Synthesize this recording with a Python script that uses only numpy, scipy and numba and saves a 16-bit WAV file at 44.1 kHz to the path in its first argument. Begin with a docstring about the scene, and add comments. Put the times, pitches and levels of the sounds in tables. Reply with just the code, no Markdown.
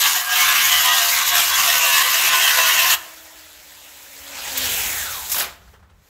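"""A spinning wire brush on an angle grinder scours a rusty embossed iron sheet: uneven wire hits ring and hiss.
After about 3 s the scouring stops, leaving faint moving air and a rotor hum, which later grow louder.
At about 4.6 s the tool is switched off with a click and coasts down, its blades whirring lower and lower.
Near 5.3 s tufts of the slowing brush ring the sheet again; the last ones scuff, as short puffs of noise.
A low outdoor rumble and a faint steady noise lie under it all, and the yard walls answer the tool."""
import sys
import numpy as np
from scipy import signal
from scipy.io import wavfile
from numba import njit

SR = 44100
rng = np.random.default_rng(int(sys.argv[2]) if len(sys.argv) > 2 else 0)


def bounce(signal):
    """Save signal as a 16-bit WAV file at the path given by the first command-line argument."""
    frames = np.transpose(np.atleast_2d(signal))
    limited = np.clip(frames, -1, 1)
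    pcm = np.round(limited * 32767).astype(np.int16)
    wavfile.write(sys.argv[1], SR, pcm)


N = 268657  # samples, about 6.1 s


def from_db(db):
    """Turn decibels into a gain."""
    return 10 ** (np.asarray(db) / 20)


def rms_one(x):
    """Scale a sound to an average strength (rms) of 1."""
    return x / np.sqrt(np.mean(x ** 2) + 1e-20)


def in_time(rows):
    """Join the points of each table column by straight lines, one value a sample."""
    times, *columns = np.transpose(rows)
    t = np.arange(N) / SR
    return [np.interp(t, times, column) for column in columns]


def gate(start, end, rise, fall):
    """1 between start and end, with ramps outside them; all in seconds."""
    t = np.arange(N) / SR
    opening = np.clip((t - start) / rise + 1, 0, 1)
    closing = np.clip((end - t) / fall + 1, 0, 1)
    return opening * closing


def drift(rate):
    """Slow random wandering of spread 1: noise smoothed twice at rate [Hz]."""
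    step = 40  # one slow value every 40 samples
    settle = 2000  # slow values thrown away while the filter settles
    r = np.exp(-2 * np.pi * rate * step / SR)
    noise = rng.standard_normal(N // step + settle + 2)
    slow = signal.lfilter([1], [1, -2 * r, r * r], noise)[settle:]
    return np.interp(np.arange(N) / step, np.arange(len(slow)), rms_one(slow))


def colour(sources, spectrum, patchy_db, patch_rate, count=3):
    """Shape two noises into bands, count to the octave, each wandering in level; rms 1."""
    hz, level_db = np.transpose(spectrum)
    edges = 20 * 2 ** np.arange(0, 9.8, 1 / count)
    edges = edges[(edges > hz[0]) & (edges < hz[-1] * 1.1)]
    out = 0
    for k, (low, high) in enumerate(zip(edges, edges[1:])):
        band_filter = signal.butter(2, [low, high], "band", fs=SR, output="sos")
        band = signal.sosfilt(band_filter, sources[k % 2])  # neighbours use different noises
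        db = np.interp(np.log(low * high) / 2, np.log(hz), level_db)
        out = out + band * from_db(db + patchy_db * drift(patch_rate))
    return rms_one(out)


def wire_strikes(spread_db):
    """Two dense streams of uneven random hits; a larger spread makes them grittier."""
    strength_db = spread_db * np.minimum(rng.exponential(1, (2, N)), 5)
    return rms_one(rng.standard_normal((2, N)) * from_db(strength_db))


@njit
def sweep(x, hz, width_hz, sr):
    """A resonance, which favours one pitch, with a moving centre and width."""
    out = np.zeros(len(x))
    for i in range(2, len(x)):
        r = np.exp(-np.pi * width_hz[i] / sr)
        driven = (1 - r * r) / 2 * (x[i] - x[i - 2])
        ringing = 2 * r * np.cos(2 * np.pi * hz[i] / sr) * out[i - 1] - r * r * out[i - 2]
        out[i] = driven + ringing
    return out


def narrow_noise(hz, relative_width):
    """Noise sent twice through a moving resonance, level kept even as it narrows."""
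    x = rng.standard_normal(N)
    for _ in range(2):
        x = sweep(x, hz, relative_width * hz, SR)
    return rms_one(x * np.sqrt(hz.mean() / hz))


def bursts(events, spectrum, rise_s, t60):
    """Gritty puffs of noise that fall 60 dB in t60 [s]; overlapping puffs add in power."""
    t = np.arange(N) / SR
    power = np.zeros(N)
    for start, level_db in events:
        after = np.maximum(t - start, 0)
        # the average noise strength sits 9.5 dB lower, leaving room for its peaks
        fading = from_db(level_db - 9.5 - 60 * after / t60)
        power += (fading * np.minimum(after / rise_s, 1)) ** 2
    noise = colour(wire_strikes(spread_db=0.5), spectrum, patchy_db=2.5, patch_rate=49)
    return np.sqrt(power) * noise


# colour of the faint steady noise: (frequency [Hz], relative level per hertz [dB])
FLOOR_COLOUR = [(120, -41), (200, -8.5), (373, -6.5), (456, -7), (1400, -10.5), (13600, -32.5),
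                (16000, -16)]
FLOOR_DB = -62


def noise_floor(white):
    """Faint steady noise of fixed colour."""
    return from_db(FLOOR_DB) * colour(white, FLOOR_COLOUR, patchy_db=0.0, patch_rate=5.0)


# loudness of the outdoor rumble: (time [s], level [dB])
RUMBLE_LEVEL = [(0.0, -52), (0.22, -62), (0.47, -49), (0.61, -58.5), (0.8, -43), (0.83, -56.5),
                (1.61, -48.5), (2.19, -66), (2.32, -54.5), (2.8, -59.5), (2.85, -53), (3.09, -63),
                (4.16, -61), (4.65, -41.5), (6.04, -53), (6.09, -64)]
# colour of the rumble: (frequency [Hz], relative level per hertz [dB])
RUMBLE_COLOUR = [(15, -42), (25, -12), (44, -8.5), (60, 1.5), (76, -0.5), (124, -14), (200, -13),
                 (260, -43), (440, -120)]


def rumble(white):
    """Low outdoor rumble: deep noise that rises and falls."""
    level_db, = in_time(RUMBLE_LEVEL)
    return from_db(level_db) * colour(white, RUMBLE_COLOUR, patchy_db=2.0, patch_rate=9.1, count=5)


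# time to fade by 60 dB [s], below and above the dividing frequency [Hz]
YARD_T60_S, YARD_TREBLE_T60_S, YARD_CUT_HZ = 0.55, 0.21, 760
YARD_DB = -12  # reverberation against the direct sound


def yard(x):
    """Walls answer after 6 ms with a dense tail that dies sooner in the treble."""
    t = np.arange(int(.6 * SR)) / SR
    white = rng.standard_normal(len(t))
    low = signal.lfilter(*signal.butter(1, YARD_CUT_HZ, fs=SR), white)
    low_tail = low * from_db(-60 * t / YARD_T60_S)
    treble_tail = (white - low) * from_db(-3.5 - 60 * t / YARD_TREBLE_T60_S)
    tail = (low_tail + treble_tail) * (t > .006)
    tail = tail / np.sqrt(np.sum(tail ** 2))
    return from_db(YARD_DB) * signal.fftconvolve(x, tail)[:N]


# the last tufts scuff: (time [s], level [dB])
SCUFF_TIMES = [(5.609, -40), (5.671, -38), (5.729, -35), (5.789, -43), (5.823, -41), (5.89, -42),
               (5.999, -59)]
# colour of the scuffs: (frequency [Hz], relative level per hertz [dB])
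SCUFF_COLOUR = [(120, -31), (200, -11), (318, -20), (364, -17), (404, -14), (1560, -7), (1850, -14),
                (12000, -34), (15600, -63), (22000, -120)]


def last_scuffs():
    """The last tufts scuff to a stop, each a faint puff of noise."""
    return bursts(SCUFF_TIMES, SCUFF_COLOUR, rise_s=0.0096, t60=0.17)


# the switch clicks: (time [s], level [dB])
SWITCH_TIME = [(4.5725, 1)]
# colour of the click: (frequency [Hz], relative level per hertz [dB])
SWITCH_COLOUR = [(300, -41), (700, -20), (1320, -3), (3070, -19), (5940, -7), (7140, -2), (9400, -17),
                 (13800, 1), (16000, -18)]


def switch_click():
    """Switching off gives one short, bright burst of noise."""
    return bursts(SWITCH_TIME, SWITCH_COLOUR, rise_s=0.0067, t60=0.056)


# tufts catch the sheet: (time [s], sheet ring level [dB], wire hiss level [dB])
TOUCHES = [(5.296, -25, -12), (5.315, -23, -5), (5.341, -15, -7.5), (5.361, -13, -12), (5.381, -12.5, -6),
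           (5.395, -11.5, -7.5), (5.418, -12.5, -31), (5.44, -31, -27)]
# colour of the touched sheet: (frequency [Hz], relative level per hertz [dB])
TOUCH_RING_COLOUR = [(88, -51), (150, -19), (373, -13.5), (413, -19), (492, -8), (546, -10), (587, -7),
                     (1100, -2), (5000, -7.5), (6500, -34), (11000, -120)]
# colour of the touching wires: (frequency [Hz], relative level per hertz [dB])
TOUCH_HISS_COLOUR = [(2350, -16), (4000, -6), (4600, -11), (6820, 1), (9380, -13), (12800, 5),
                     (14600, -3.5), (16000, -14)]


def last_touch():
    """Each tuft of the slowing brush rings the sheet and hisses."""
    rows = np.array(TOUCHES)
    ring = bursts(rows[:, [0, 1]], TOUCH_RING_COLOUR, rise_s=.006, t60=0.23)
    hiss = bursts(rows[:, [0, 2]], TOUCH_HISS_COLOUR, rise_s=0.0034, t60=0.18)
    return ring + hiss


# free-running motor, then switched off and coasting: (time [s], rotor speed [turns/s])
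MOTOR_SPEED = [(2.9, 330), (3.99, 290), (4.5, 272), (4.64, 257), (4.79, 214), (5.0, 146), (5.17, 90),
               (5.25, 68), (5.45, 30)]
# levels of the free-running motor, faint at first, then louder, then coasting down:
# (time [s], cooling air level [dB], treble level against the air [dB], rotor tone level [dB])
MOTOR_LEVELS = [(3.0, -42.5, 0, -57), (3.1, -44, 1, -56), (3.35, -44.5, -3, -55.5), (3.6, -46, -2.5, -63),
                (4.1, -43.5, 0, -61), (4.21, -41.5, 0.5, -56), (4.33, -34.5, -7, -49), (4.45, -29, -5, -58),
                (4.55, -29.5, -2.5, -41), (4.64, -26, 1.5, -40.5), (4.75, -26.5, 3, -51),
                (4.87, -27.5, 3, -54), (5.05, -29.5, 0.5, -64), (5.29, -36, 3.5, -80)]


def rotor_tone():
    """The rotor's unbalance hums once a turn, with a blurred octave above."""
    turns, = in_time(MOTOR_SPEED)
    _, _, tone_db = in_time(MOTOR_LEVELS)
    hum = np.sin(2 * np.pi * np.cumsum(turns) / SR) * from_db(0.75 * drift(7.3))
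    octave = narrow_noise(2 * turns, 0.1)
    return gate(2.98, 7.0, 0.033, .1) * from_db(tone_db) * (hum + octave)


# colour of the cooling air: (frequency [Hz], relative level per hertz [dB])
AIR_COLOUR = [(71, -41), (120, -36), (220, -10), (271, -13), (368, -10.5), (540, -5), (1070, 0),
              (1180, -8.5), (1530, 2), (2550, -1.5), (3810, 0), (5500, -5.5), (7150, -4), (12100, -120)]
# colour of its treble: (frequency [Hz], relative level per hertz [dB])
TREBLE_COLOUR = [(2650, -49), (4500, -24), (7140, 1), (9310, -9), (10900, 3), (12700, 1), (15100, 1.5),
                 (16000, -12)]
# air of the brush idling at the end: (time [s], level [dB])
IDLE_AIR = [(5.5, -46), (5.6, -60), (5.74, -60), (5.85, -83), (6.09, -57.5)]
IDLE_TREBLE_DB = -2.5  # against the idling air
BLADES = 12
# blades whirr out of the air while the motor coasts
COAST_FROM_S, COAST_TO_S, COAST_FADE_S = 4.56, 5.25, 0.04
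# blade whirr level against the air, when coasting and when not coasting
BLADE_COASTING_DB, BLADE_RUNNING_DB = 1, -35


def motor():
    """Rushing cooling air, and a noisy whirr whose pitch is rotor speed times blade count."""
    turns, = in_time(MOTOR_SPEED)
    air_db, treble_db, _ = in_time(MOTOR_LEVELS)
    idle_db, = in_time(IDLE_AIR)
    coasting = gate(COAST_FROM_S, COAST_TO_S, COAST_FADE_S, COAST_FADE_S)
    blade_db = BLADE_RUNNING_DB + (BLADE_COASTING_DB - BLADE_RUNNING_DB) * coasting
    noise = wire_strikes(spread_db=3.0)
    air = colour(noise, AIR_COLOUR, patchy_db=2.0, patch_rate=11.7)
    treble = colour(noise, TREBLE_COLOUR, patchy_db=-1.2, patch_rate=33)
    whirr = narrow_noise(BLADES * turns, 0.15 + 0.67 * (turns / 270) ** 3)  # turbulence blurs it at speed
    running = from_db(air_db) * (air + from_db(treble_db) * treble + from_db(blade_db) * whirr)
    idling = from_db(idle_db) * (air + from_db(IDLE_TREBLE_DB) * treble)
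    return gate(2.95, 5.3, .03, .1) * running + gate(5.45, 7, .03, .1) * idling


# whole multiples of the spindle speed made by tufts and gear teeth (37 is the gear mesh): [multiple]
TONE_MULTIPLES = [2, 5, 7, 9, 10, 13, 14, 15, 16, 20, 21, 23, 24, 25, 27, 31, 35, 37, 39, 41, 43, 44]
# their mid levels, in the same order: [dB against the sheet's ring]
TONE_LEVELS = [-43, -36, -31.5, -18.5, -25, -18.5, -15, -15.5, -21, -15, -17, -25, -14, -20.5, -21, -33,
               -23, -14, -14.5, -28.5, -16.5, -19]


def spindle_tones(angle, steadiness):
    """Tufts and gear teeth sound wavering tones, clearest while the brush is held steady."""
    out = 0
    for multiple, level_db in zip(TONE_MULTIPLES, TONE_LEVELS):
        level = from_db(level_db + 5.6 * drift(12.0))
        out = out + level * np.sin(multiple * angle + 1.34 * drift(5.27))
    return from_db(0.9 * (steadiness - 0.5)) * out


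# one multiple of the spindle speed sings out:
# (time of the swell's middle [s], multiple, level before a 5 dB lift [dB], rough length [s])
SINGING_TONES = [(.39, 9, -32, .19), (.42, 27, -26, .12), (.51, 21, -27, .11), (.57, 15, -27, .09),
                 (.65, 27, -26, .07), (.65, 82, -26, .05), (.72, 41, -29, .14), (.73, 37, -24, .09),
                 (.74, 25, -28, .16), (.74, 39, -25, .15), (.87, 13, -26, .08), (.9, 16, -24, .07),
                 (.9, 25, -25, .1), (.92, 43, -27, .08), (1.47, 37, -29, .11), (1.54, 43, -28, .05),
                 (1.82, 13, -29, .18), (1.94, 23, -29, .17), (2.07, 27, -29, .13), (2.25, 39, -28, .06),
                 (2.59, 23, -29, .21), (1.83, 36, -27, .13), (1.86, 37, -22, .15), (1.95, 35, -26, .07),
                 (2.37, 20, -28, .2), (2.43, 44, -26, .08), (2.61, 37, -26, .08), (2.62, 14, -28, .11)]


def singing(angle):
    """Single multiples of the spindle speed swell and fade in a bell shape."""
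    t = np.arange(N) / SR
    out = np.zeros(N)
    phases = rng.uniform(0, 2 * np.pi, len(SINGING_TONES))
    for (middle, multiple, level_db, length), phase in zip(SINGING_TONES, phases):
        near = slice(int(max(middle - 2 * length, 0) * SR), int((middle + 2 * length) * SR))
        swell = np.exp(-((t[near] - middle) / (0.47 * length)) ** 2)
        out[near] += from_db(level_db + 5.0) * swell * np.sin(multiple * angle[near] + phase)
    return out


@njit
def repeat_turns(fresh, lag, share):
    """Each turn keeps a share of the strikes of the turn before, lag samples ago."""
    out = fresh.copy()
    for i in range(out.shape[1]):
        if i >= lag[i]:
            kept = share[i] * out[:, i - lag[i]]
            out[:, i] = kept + np.sqrt(1 - share[i] ** 2) * fresh[:, i]
    return out


# spindle under load: (time [s], speed [turns/s], steadiness of the brush [0-1])
SPINDLE_SPEED = [(0, 81.2, 0.3), (0.19, 80.3, 0.4), (0.37, 82, 0.8), (0.45, 81.4, 0.45), (0.55, 80.4, 0.38),
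                 (0.62, 81.4, 0.35), (0.69, 80.5, 0.5), (0.77, 79.3, 0.35), (0.89, 77.2, 0.65),
                 (1.07, 77.2, 0.3), (1.2, 79, 0.3), (1.47, 77.6, 0.5), (1.57, 78.6, 0.3),
                 (1.77, 75.4, 0.45), (1.85, 75.1, 0.8), (1.95, 74.6, 0.65), (2.05, 73.6, 0.3),
                 (2.19, 75, 0.3), (2.45, 74.1, 0.45), (2.63, 72.3, 0.5), (2.81, 74.3, 0.2),
                 (2.96, 73.8, 0.12)]
# how hard the sheet rings under the brush, before the throb: (time [s], level [dB])
SCOUR_LEVEL = [(0.0, -21.5), (0.06, -17), (0.14, -23.5), (0.15, -18.5), (0.25, -27.5), (0.37, -18.5),
               (0.59, -17), (0.62, -20), (0.73, -20.5), (0.77, -22), (0.9, -17.5), (1.11, -23), (1.2, -17),
               (1.24, -23.5), (1.39, -17), (1.46, -23.5), (1.64, -17.5), (1.68, -19), (1.86, -19),
               (2.19, -19), (2.2, -19), (2.66, -17), (2.84, -19), (2.93, -18)]
# colour of the ringing sheet: (frequency [Hz], relative level per hertz [dB])
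SHEET_COLOUR = [(65, -66), (110, -22.5), (147, -25.5), (518, -21), (701, -8.5), (891, -5.5), (1010, 0),
                (1390, -2.5), (1510, -0.5), (1920, 1.5), (2400, 0.5), (2860, 3.5), (4330, -8), (5000, -8),
                (6500, -26.5), (11000, -120)]
# colour of the hissing wires: (frequency [Hz], relative level per hertz [dB])
WIRE_COLOUR = [(2350, -30.5), (4000, 1.5), (4340, -5), (4650, -4), (6860, 0), (9380, -11), (10900, -5.5),
               (13100, -0.5), (15100, -7), (16000, -15)]
# the hiss sags as the brush eases off or rides over a ridge; a negative loss is a brief swell:
# (time of the middle [s], loss [dB], half-length [s])
HISS_EASINGS = [(0.055, 2, 0.013), (0.13, -1.5, 0.012), (0.266, 9, 0.07), (0.54, 2.5, .04),
                (0.9, 2.5, 0.033), (1.094, 0.5, 0.019), (1.23, 6, 0.036), (1.328, 6.5, 0.018),
                (1.528, 3, 0.015), (2.08, 2.5, 0.066), (2.323, 4, 0.029), (2.513, 2, 0.019),
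                (2.634, 1.5, 0.081), (2.778, 3, 0.023)]
HISS_DB, HISS_FOLLOWS = -17, .15  # level at a ring of -18 dB, and share of the ring's swing it follows
SCOUR_END_S = 2.94


def brush():
    """The same tufts pass each turn, so strikes partly repeat and the load throbs once a turn."""
    turns, steadiness = in_time(SPINDLE_SPEED)
    ring_db, = in_time(SCOUR_LEVEL)
    t = np.arange(N) / SR
    hiss_db = HISS_DB + HISS_FOLLOWS * (ring_db + 18)
    for middle, loss_db, length in HISS_EASINGS:
        hiss_db = hiss_db - loss_db * np.exp(-((t - middle) / length) ** 2)
    scouring = gate(-1, SCOUR_END_S, .01, 0.02)
    share = np.clip(0.75 * steadiness, 0, .9) * scouring
    lag = np.round(SR / turns).astype(np.int64)  # samples in one turn
    angle = 2 * np.pi * np.cumsum(turns) / SR
    throb = from_db((0.5 + 0.62 * drift(4.0)) * np.cos(angle) + 0.91 * drift(34))

    ring_hits = repeat_turns(wire_strikes(spread_db=1.5), lag, share)
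    ring = colour(ring_hits, SHEET_COLOUR, patchy_db=3.0, patch_rate=4.85, count=6)
    hiss_hits = repeat_turns(wire_strikes(spread_db=2.5), lag, 0.65 * share)
    hiss = colour(hiss_hits, WIRE_COLOUR, patchy_db=1.86, patch_rate=17.0, count=6)

    scour = from_db(ring_db) * (ring + spindle_tones(angle, steadiness))
    scour = scour + from_db(hiss_db) * hiss + singing(angle)
    return throb * scouring * scour


def scene():
    """Tool and sheet in the yard, over rumble and a faint floor; one microphone, two equal channels."""
    tool = brush() + motor() + last_touch() + switch_click() + last_scuffs()
    white = rng.standard_normal((2, N))  # shared by the rumble and the floor
    mono = tool + yard(tool) + rotor_tone() + rumble(white) + noise_floor(white)
    return np.tile(mono, (2, 1))


CUTOFF_HZ = 15700


def record(dry):
    """Peaks are rounded off, then the top of the treble is cut."""
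    rounded = 1.177 * np.tanh(dry / 1.332)
    return signal.sosfilt(signal.ellip(12, .5, 80, CUTOFF_HZ, fs=SR, output="sos"), rounded)


dry = scene()
out = record(dry)
bounce(out)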